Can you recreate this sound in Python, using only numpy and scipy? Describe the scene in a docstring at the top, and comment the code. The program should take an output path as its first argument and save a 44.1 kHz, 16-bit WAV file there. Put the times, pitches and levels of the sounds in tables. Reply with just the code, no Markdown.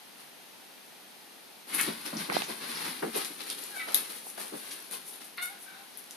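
"""Dog and cat tussle

A small dog springs up on a bed, scrambles over the sheets, jumps down and tussles with a cat on tiles.
Rubbing cloth and fur rustle, paws thud and scuff, claws and collar click, and the cat's throat gives
a few short squeaky cries. The case of a hand-held camera knocks in the hand, over a faint hiss."""
import sys
import numpy as np
from scipy import signal
from scipy.fft import rfft, irfft, next_fast_len
from scipy.io import wavfile

SR = 44100
rng = np.random.default_rng(int(sys.argv[2]) if len(sys.argv) > 2 else 0)


def wav_out(sig):
    """Save sig, one row per channel (or a flat mono array), as 16-bit PCM at SR to the path in sys.argv[1]."""
    wavfile.write(sys.argv[1], SR, np.round(np.clip(np.atleast_2d(sig).T, -1, 1) * 32767).astype(np.int16))


N = 271788
T = np.arange(N) / SR
TOP_HZ = 13880  # the treble is cut off above this

# Sheets and fur rubbing between strokes, easing off after the bed: time_s, level_db
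RUBBING = [(1.67, -54), (1.70, -41.5), (1.99, -45.5), (2.75, -45), (3.05, -45), (3.36, -49.5), (4.08, -46),
           (4.31, -56.5), (4.68, -46), (5.02, -56.5), (5.34, -63), (6.15, -57.5)]
# Single strokes of paws and fur over cloth or tile: peak_s, level_db, rise_s, treble_db
STROKES = [(0.21, -52.5, 0.023, 3), (1.749, -38, 0.011, 10), (1.811, -36.5, 0.024, 11),
           (1.875, -34.5, 0.075, -18), (2.064, -35.5, 0.0076, 0.5), (2.207, -35, 0.018, -1.5),
           (2.355, -30.5, 0.022, -9), (2.393, -34.5, 0.026, -2.5), (2.504, -37, 0.013, -2.5),
           (2.636, -36.5, 0.018, -11), (2.712, -37.5, 0.031, 0), (2.801, -40.5, 0.07, -6),
           (2.889, -35.5, 0.09, -0.5), (3.162, -33.5, 0.016, -1), (3.177, -40, .004, 8.5),
           (3.221, -37.5, 0.022, -2), (3.250, -42, .003, 8), (3.409, -39.5, 0.0093, -3),
           (3.478, -42, 0.012, 3.5), (3.511, -41.5, 0.0088, 5), (3.590, -46.5, 0.013, 6),
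           (3.641, -45.5, 0.021, 5), (3.765, -46.5, 0.011, 8.5), (3.886, -39, 0.0051, -4),
           (3.990, -38.5, 0.042, 3.5), (4.105, -43.5, 0.0089, 4), (4.16, -48, 0.012, 8.5),
           (4.300, -57.5, 0.041, 18), (4.380, -45.5, 0.0029, 1), (4.419, -42.5, 0.026, 6),
           (4.475, -52, 0.023, 8), (4.574, -60, 0.014, 19.5), (4.664, -56, .007, 10),
           (4.726, -49, 0.01, 10.5), (4.938, -39.5, 0.017, 5.5), (5.092, -55, 0.024, 16.5),
           (5.150, -51.5, 0.022, 7), (5.211, -46.5, 0.0049, 0), (5.252, -62.5, 0.0096, 18),
           (5.43, -51.5, 0.0075, 21), (5.628, -64.5, 0.019, 22), (5.987, -67, .008, 22)]
# Tone of rubbed cloth: frequency_hz, gain_db
CLOTH_TONE = [(100, 7), (170, 5), (260, 9), (500, -1.5), (900, 4), (1500, 1.5), (2200, 2), (3000, -1.5),
              (4200, 1.5), (6500, -9.5), (9000, -13.5)]
# Thinner tone of paw pads on tile: frequency_hz, gain_db
TILE_TONE = [(100, -13), (260, 6.5), (500, 0.5), (900, -0.5), (2200, -1), (3000, -2), (4200, 0),
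             (6500, -9.5), (9000, -15)]
# Bright tone of hair and claws: frequency_hz, gain_db
FIZZ_TONE = [(2500, -46), (5000, -10.5), (8000, 2), (10500, 7), (14000, 0.5)]
def scrabbling():
    """Sliding surfaces catch and let go: cloth and pads rasp, hair and claws fizz."""
    doorway_s, leaving_bed_s = 3.1, (2.9, 3.32)
    rasp_power = undb(np.interp(T, *np.transpose(RUBBING), left=-120)) ** 2
    fizz_power = rasp_power * undb(np.where(T < doorway_s, 2, 3.5)) ** 2  # brighter over tile
    for peak_s, level_db, rise_s, treble_db in STROKES:
        decay_s = 0.045 + 0.1 * rise_s  # a slow stroke also lets go slowly
        power = (undb(level_db) * stroke(peak_s, rise_s, decay_s)) ** 2
        rasp_power += power
        fizz_power += power * undb(treble_db) ** 2
    catching = undb(0.44 * wander(110))
    on_tile = np.interp(T, leaving_bed_s, [0, 1])
    cloth = friction(CLOTH_TONE, grain_db=1.5, grains_per_s=1600)
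    tile = friction(TILE_TONE, grain_db=1.5, grains_per_s=1600)
    surface = np.sqrt(1 - on_tile) * cloth + np.sqrt(on_tile) * tile
    rasp = np.sqrt(rasp_power) * surface * pan(2.3)
    fizz = np.sqrt(fizz_power) * friction(FIZZ_TONE, grain_db=1.0, grains_per_s=1400) * pan(5.2)
    ticking = on_tile * np.sqrt(fizz_power) * claw_patter(ticks_per_s=170, spread_db=3.5) * pan(2.6)
    return catching * (rasp + undb(-1.5) * fizz + undb(-7) * ticking)


def friction(tone, grain_db, grains_per_s):
    """Countless tiny slips of uneven strength blend into noise with the tone of the surface."""
    slips = stereo_noise() * undb(grain_db * wander(grains_per_s))
    return unit(colour(slips, tone))


def claw_patter(ticks_per_s, spread_db, decay_s=0.0005):
    """Claw tips on a hard floor make tiny, bright ticks of uneven size."""
    taps = (rng.random(N) < ticks_per_s / SR) * undb(spread_db * rng.standard_normal(N))
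    envelope = signal.lfilter([1], [1, -np.exp(-1 / (decay_s * SR))], taps)
    return unit(colour(stereo_noise() * envelope, [(1000, -15), (3500, -10), (10000, 2)]))


# Claws drawn briefly over cloth or tile: peak_s, level_db, pitch_hz, width_octaves, rise_s
CLAW_SCRAPES = [(1.744, -37, 2030, 0.95, 0.014), (1.800, -27.5, 1950, 0.89, 0.011),
                (2.171, -43, 5500, 0.47, 0.0024), (2.243, -40.5, 3980, 0.54, 0.0026),
                (2.443, -41.5, 6200, .6, 0.0074), (2.768, -42, 5170, 0.25, 0.015),
                (3.028, -36, 1380, 0.85, 0.0039), (3.408, -45.5, 3860, 0.42, .004),
                (3.514, -41, 3440, 0.37, 0.004), (4.713, -38.5, 4300, 2.5, 0.003),
                (5.950, -55, 4830, 0.7, .006), (6.125, -51, 7100, 0.9, .006)]
def claw_scrapes(decay_s):
    """A claw ticks across threads or tile so fast that it makes a zip."""
    out = 0
    for peak_s, level_db, pitch_hz, width_octaves, rise_s in CLAW_SCRAPES:
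        noise = rng.standard_normal(N) + 0.58 * rng.standard_normal((2, N))
        zip_noise = band_pass(noise, pitch_hz, width_octaves)
        out += undb(level_db) * stroke(peak_s, rise_s, decay_s) * unit(zip_noise)
    return out * pan(2.6)


# Soft landings of paws and body: peak_s, level_db, rise_s, pitch_hz
LANDINGS = [(1.757, -43.5, 0.005, 230), (1.888, -31, 0.011, 249), (2.069, -43.5, 0.013, 279),
            (2.131, -35.5, 0.0019, 567), (2.136, -32, 0.005, 176), (2.164, -40, 0.0034, 300),
            (2.208, -41.5, 0.0098, 190), (2.301, -31.5, 0.0085, 346), (2.351, -36, 0.011, 185),
            (2.504, -37.5, 0.016, 360), (2.621, -45, 0.0054, 340), (2.708, -47, 0.017, 278),
            (2.884, -46, 0.017, 223), (3.035, -25, 0.0067, 295), (3.069, -40, 0.0025, 295),
            (3.163, -30.5, 0.0072, 415), (3.302, -44.5, 0.002, 293), (3.410, -51, 0.0072, 420),
            (3.885, -40, 0.01, 665), (4.383, -41.5, 0.0063, 705), (4.525, -40, 0.0017, 334),
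            (4.538, -39.5, 0.0022, 360), (4.936, -47.5, 0.0029, 755)]
# What they land on (mattress, bedroom floor, tiles past the door, tiles close by): start_s, decay_s
SURFACES = [(0, 0.026), (3, 0.027), (3.6, 0.097), (4.5, 0.028)]
# Low notes of the bedroom, each fading by 60 dB in its ring time: pitch_hz, ring_s, level_db
ROOM_NOTES = [(226, 0.25, -2.5), (292.4, 0.22, -8.5), (440, .18, -20), (576, 0.29, -19)]
def paw_thuds(resonance_q, lowest_hz):
    """Each landing swings the mattress or floor once and leaves it shuddering; the room hums on."""
    push = stereo_noise() * undb(1.2 * wander(150))
    thuds = hum = 0
    for peak_s, level_db, rise_s, pitch_hz in LANDINGS:
        _, decay_s = SURFACES[sum(peak_s > start_s for start_s, _ in SURFACES[1:])]
        shaking = resonate(push, pitch_hz, resonance_q)
        shaking = signal.lfilter(*signal.butter(2, 3.6 * pitch_hz, fs=SR), shaking)  # soft pads dull it
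        contact = stroke(peak_s, rise_s, decay_s)
        shudder = unit(contact * shaking) * np.sqrt(np.mean(contact ** 2))
        swing = np.sqrt(2) * np.sin(2 * np.pi * pitch_hz * (T - peak_s))
        blow = stroke(peak_s, rise_s=0.0018, decay_s=0.0053) * swing
        thuds += undb(level_db) * (undb(-3) * blow + undb(-1) * shudder)
    for pitch_hz, ring_s, level_db in ROOM_NOTES:
        hum += undb(level_db + 4) * resonate(thuds, pitch_hz, q=np.pi * pitch_hz * ring_s / np.log(1000))
    bass_cut = signal.butter(3, lowest_hz, "high", fs=SR)
    return signal.lfilter(*bass_cut, thuds + hum) * pan(1.0)


# Sharp ticks of claws and collar: start_s, level_db, pitch_hz, width_octaves, left_minus_right_db
SHARP_TICKS = [(1.748, -14, 10600, 0.33, 5), (1.8115, -11, 10500, 0.9, 8), (2.015, -32, 10120, .7, 5),
               (2.0622, -25, 3200, 1.7, 6), (2.169, -23.5, 5430, 0.54, 7), (2.2991, -14.5, 1530, 0.77, -2),
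               (2.3265, -24.5, 7000, 1.3, -6), (2.4197, -20, 2550, 1.1, -3), (2.440, -36, 5400, 0.65, -2),
               (3.0275, -25, 1470, 1.1, 8), (3.160, -22.5, 10800, 0.29, 10), (3.1653, -18, 10900, 1.5, 1),
               (3.175, -21, 10500, .7, 5), (3.2474, -21.5, 5000, 1.7, 1), (3.493, -30, 5300, .7, -2),
               (3.5007, -18, 5600, 2, 1), (3.638, -23.5, 9000, 1, 5), (3.9444, -4, 11400, 0.46, 10),
               (3.9453, -12, 3940, 0.96, 4), (3.955, -14, 8700, 0.51, -8), (4.802, -32, 8000, 1.4, 0),
               (4.825, -34, 10300, .6, 4), (4.9117, -24.5, 10600, 0.76, 6), (4.9213, -26, 10500, 0.66, 8),
               (5.375, -31.5, 11300, 0.59, 11), (5.9731, -26.5, 11500, 0.25, 9), (6.109, -26, 7560, 1.8, 3)]
def claw_and_collar_clicks(rise_s, hold_until_s, decay_s):
    """Hard things strike together, each giving a very short crackle around its own pitch."""
    out, t = np.zeros((2, N)), T[:SR // 100]
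    envelope = np.minimum(t / rise_s, 1) * np.exp(-np.maximum(t - hold_until_s, 0) / decay_s)
    for start_s, level_db, pitch_hz, width_octaves, pan_db in SHARP_TICKS:
        noise = rng.standard_normal(4 * len(t)) + rng.standard_normal((2, 4 * len(t)))
        tick = band_pass(noise, pitch_hz, width_octaves)[:, -len(t):] * envelope
        tick /= 2 * np.sqrt(np.sum(tick ** 2, axis=1, keepdims=True) / np.sum(envelope ** 2))  # peak ~1
        start = int(start_s * SR)
        out[:, start:start + len(t)] += (undb(level_db) * pan(pan_db) * tick)[:, :N - start]
    return out


# Four cries: a falling squeal, a lower pitch breaking in under it, a meow ending in a whine, a whimper.
# Points along each cry: time_s, pitch_hz, level_db, roughness (0-1), mouth_hz
CRY_SHAPES = [
    [(3.70, 824, -62, 0.28, 800), (3.735, 836, -52.5, 0.12, 1400), (3.762, 754, -44, 0.14, 1710),
     (3.795, 752, -39, 0.17, 2250), (3.822, 757, -41, 0.15, 2290), (3.836, 752, -52, 0.3, 2300)],
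    [(3.79, 734, -55, 0.4, 2100), (3.801, 683, -40, 0.25, 1800), (3.824, 638.5, -44, 0.18, 1600),
     (3.856, 650, -54, 0, 1350)],
    [(5.3735, 723, -60, 1, 1900), (5.3755, 714, -45, 0.9, 2000), (5.388, 696, -41.5, 0.54, 1730),
     (5.403, 699, -41, 0.2, 1480), (5.433, 731, -37, 0.1, 1840), (5.463, 738.4, -55, 0.13, 1950),
     (5.485, 720, -48.5, 0.2, 1150), (5.507, 799, -56, .4, 800), (5.55, 823, -54, 0.58, 1000),
     (5.58, 800, -68, .3, 900)],
    [(5.66, 779, -56, 0.44, 1500), (5.683, 762, -53, 0.24, 1480), (5.715, 755, -55.5, 0.36, 1900),
     (5.765, 764, -58, 0.85, 1150), (5.805, 788, -62.5, 0.8, 1000), (5.84, 820, -66, .6, 900)],
]
# How hard each cry is pushed out, which keeps its overtones strong: effort (0-1)
CRY_EFFORTS = [0.056, 0.12, 0.33, .08]
def cat_cries():
    """The cat squeals, meows and whimpers, pushing each cry out with a different effort."""
    return sum(cat_voice(shape, effort) for shape, effort in zip(CRY_SHAPES, CRY_EFFORTS)) * pan(3.2)


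# Where the cat's throat rings: pitch_hz, width_hz, gain_db
THROAT_RINGS = [(810, 79, 0), (1400, 200, 1.5), (2060, 320, 5.5), (2700, 210, 3.5), (3730, 300, 8),
                (4380, 270, 0.5)]
def cat_voice(shape, effort, wobble=0.046, flutter_hz=268.6, rasp_db=4.0, mouth_width_hz=770):
    """Vocal folds make the throat and mouth ring; rough stretches wobble, flutter and turn hoarse."""
    times, *columns = np.transpose(shape)
    on = (T > times[0]) & (T < times[-1])
    pitch_hz, level_db, roughness, mouth_hz = (np.interp(T[on], times, column) for column in columns)
    pitch_hz *= 1 + wobble * roughness * wander(450)[on]
    phase = 2 * np.pi * np.cumsum(pitch_hz) / SR
    harmonics = np.arange(1, 8)[:, None]
    harmonic_hz = harmonics * pitch_hz
    throat_power = sum(undb(db) ** 2 * hump(harmonic_hz, hz, width) for hz, width, db in THROAT_RINGS)
    gains = np.sqrt(throat_power) * (hump(harmonic_hz, mouth_hz, mouth_width_hz) + effort)
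    voice = np.sum(gains * np.sin(harmonics * phase), axis=0) / np.sqrt(np.sum(gains ** 2, axis=0) / 2)
    voice *= 1 + 0.68 * roughness * np.sin(2 * np.pi * flutter_hz * T[on])  # a strained voice flutters
    puffs = rng.standard_normal(N)[on] * (1 + np.cos(phase))  # air hisses through once a cycle
    breath = sum(undb(db) * resonate(puffs, hz, hz / width) for hz, width, db in THROAT_RINGS[1:])
    breath = unit(signal.sosfilt(signal.butter(6, 4500, fs=SR, output="sos"), breath))
    loudness = undb(level_db + rasp_db * roughness * wander(260)[on])
    out = np.zeros(N)
    out[on] = (voice + 1.03 * roughness * breath) * loudness
    return out


# Knocks of the hand on the camera case: start_s, level_db, pitch_hz, decay_s
HAND_KNOCKS = [(2.3205, -19, 770, 0.0011), (2.3671, -8, 680, 0.00077), (2.4208, -20.5, 780, 0.0008),
               (3.771, -29.5, 704, 0.0011), (4.268, -29.5, 790, 0.00083)]
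def case_knocks(left_share, thump_hz, thump_db):
    """The case rocks, pushing its two microphone openings opposite ways; its body thumps in both."""
    rock, thump = np.zeros((2, N))
    for start_s, level_db, pitch_hz, decay_s in HAND_KNOCKS:
        t = np.clip(T - start_s, 0, decay_s * 20)
        envelope = undb(level_db) * t / decay_s * np.exp(1 - t / decay_s)
        rock += envelope * np.sin(2 * np.pi * pitch_hz * t)
        thump += envelope * np.sin(2 * np.pi * thump_hz * t)
    return np.array([-left_share * rock, rock]) + undb(thump_db) * thump


def near_echo(sound, gain, delay_s, sway, turns_per_s):
    """Sound bounces off a nearby surface; its path shifts as the animals and the camera move."""
    echo = [np.interp(T - delay_s * (1 + sway * wander(turns_per_s)), T, side) for side in sound]
    return (sound + gain * np.array(echo)) / np.sqrt(1 + gain ** 2)


def hallway_ring(sound, low_ring_s, high_ring_s):
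    """Echoes off hard walls blur into a tail; lows and highs each fade by 60 dB in their ring time."""
    t = T[:SR // 2]
    noise = rng.standard_normal((2, len(t)))
    lows = signal.sosfilt(signal.butter(2, 3000, fs=SR, output="sos"), noise)
    tail = lows * undb(-60 * t / low_ring_s) + (noise - lows) * undb(-60 * t / high_ring_s)
    tail *= t > .003  # a gap before the first echo
    return signal.fftconvolve(sound, tail / np.sqrt(np.sum(tail ** 2) / 2), axes=-1)[:, :N]


# Tone of the room's murmur and the microphone's hiss: frequency_hz, gain_db
HISS_TONE = [(30, -27), (86, -23), (164, -5), (217, 0.5), (310, -1), (400, -1.5), (600, -3), (780, 1),
             (1100, -5.5), (2000, -4.5), (4300, -5.5), (7700, -15.5), (9500, -7.5), (14000, -10.5)]
# The camera's electrical whine: pitch_hz, level_db
WHINE_NOTES = [(6289, -73.5), (12685, -77)]
def background(hiss_db):
    """The room murmurs, the microphone hisses and the camera's electronics whine faintly."""
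    shared, difference = rng.standard_normal((2, N))
    difference *= undb(-2)
    hiss = colour(np.array([shared + difference, shared - difference]), HISS_TONE)
    out = hiss / np.std(hiss.mean(axis=0)) * undb(hiss_db)
    for pitch_hz, level_db in WHINE_NOTES:
        phase = 2 * np.pi * np.cumsum(pitch_hz + 9 * wander(40)) / SR
        out += undb(level_db) * np.sqrt(2) * np.sin(phase)
    return out * pan(1.34)


# How much left and right differ, against what they share: frequency_hz, difference_db
STEREO_WIDTH = [(100, -2), (200, -28), (370, -1.5), (650, 7), (1300, -2), (3000, -4), (10000, -1)]
def stereo_noise():
    """White noise from all around reaches left and right a little differently."""
    shared, difference = rng.standard_normal((2, N))
    difference = colour(difference, STEREO_WIDTH)
    flatten = [(hz, -10 * np.log10(1 + undb(db) ** 2)) for hz, db in STEREO_WIDTH]
    return colour(np.array([shared + difference, shared - difference]), flatten)


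def stroke(peak_s, rise_s, decay_s):
    """Loudness of one contact: pressure builds, then dies away."""
    t = T - peak_s
    return np.exp(-np.minimum(np.where(t < 0, (t / rise_s) ** 2 / 2, t / decay_s), 20))


def wander(turns_per_s):
    """A random drift that strays about 1 either side of zero."""
    return 1.37 * np.interp(T * turns_per_s, np.arange(N), rng.standard_normal(N))


def colour(sound, tone):
    """Shape bass and treble along a list of (frequency_hz, gain_db) points."""
    size = next_fast_len(N + SR // 2, real=True)
    hz, db = np.transpose(tone)
    log_gain = np.log(undb(np.interp(np.log(np.fft.rfftfreq(size, 1 / SR) + 1), np.log(hz), db)))
    log_response = irfft(log_gain, size)
    log_response[1:size // 2] *= 2  # fold it so the filter rings only after a sound, never before
    log_response[size // 2 + 1:] = 0
    return irfft(rfft(sound, size) * np.exp(rfft(log_response)), size)[..., :N]


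def band_pass(sound, pitch_hz, width_octaves):
    """Keep only a band around one pitch."""
    ratio = 2 ** (width_octaves / 2)
    edges_hz = [pitch_hz / ratio, min(pitch_hz * ratio, TOP_HZ)]
    return signal.sosfilt(signal.butter(2, edges_hz, "band", fs=SR, output="sos"), sound)


def resonate(sound, pitch_hz, q):
    """Ring at one pitch; a higher q rings longer."""
    return signal.lfilter(*signal.iirpeak(pitch_hz, q, fs=SR), sound)


def hump(hz, centre_hz, width_hz):
    """Strength of a resonance: 1 at its centre, less to either side."""
    return 1 / (1 + (2 * (hz - centre_hz) / width_hz) ** 2)


def undb(db):
    """Turn decibels into a gain."""
    return 10 ** (np.asarray(db) / 20)


def unit(sound):
    """Scale to an average power of 1."""
    return sound / np.sqrt(np.mean(sound ** 2))


def pan(db):
    """Gains that make the left side `db` louder than the right."""
    return undb(np.array([[db], [-db]]) / 2)


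def scene():
    """The animals close by, with the hard little hallway ringing after clicks and cries."""
    clicks = claw_and_collar_clicks(rise_s=0.0003, hold_until_s=0.0006, decay_s=0.0011)
    cat = cat_cries()
    ticks = clicks + undb(-2) * hallway_ring(clicks, low_ring_s=0.14, high_ring_s=0.2)
    cries = undb(-1) * cat + hallway_ring(cat, low_ring_s=0.35, high_ring_s=0.19)
    knocks = case_knocks(left_share=0.1, thump_hz=434, thump_db=-14)
    thuds = paw_thuds(resonance_q=1.5, lowest_hz=130)
    rustle = scrabbling() + claw_scrapes(decay_s=0.022)
    rustle = near_echo(rustle, gain=0.42, delay_s=0.0022, sway=0.123, turns_per_s=3)
    return rustle + thuds + ticks + cries + knocks


# How strongly the microphone picks up each pitch: frequency_hz, gain_db
MICROPHONE_TONE = [(30, -41), (90, -31.5), (155, -2), (4500, 0.5), (6000, -1), (6900, -4), (7600, -8.5),
                   (8300, -5), (9000, -0.5), (10500, 0.5), (12300, -2), (14000, -9)]
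def record(dry):
    """A small microphone: little bass, a dip near 7.6 kHz, a bright peak above and a steep top cut."""
    sound = colour(dry, MICROPHONE_TONE) + background(hiss_db=-52.5)
    return signal.sosfilt(signal.ellip(10, .2, 75, TOP_HZ, fs=SR, output="sos"), sound)


dry = scene()
out = record(dry)
wav_out(out)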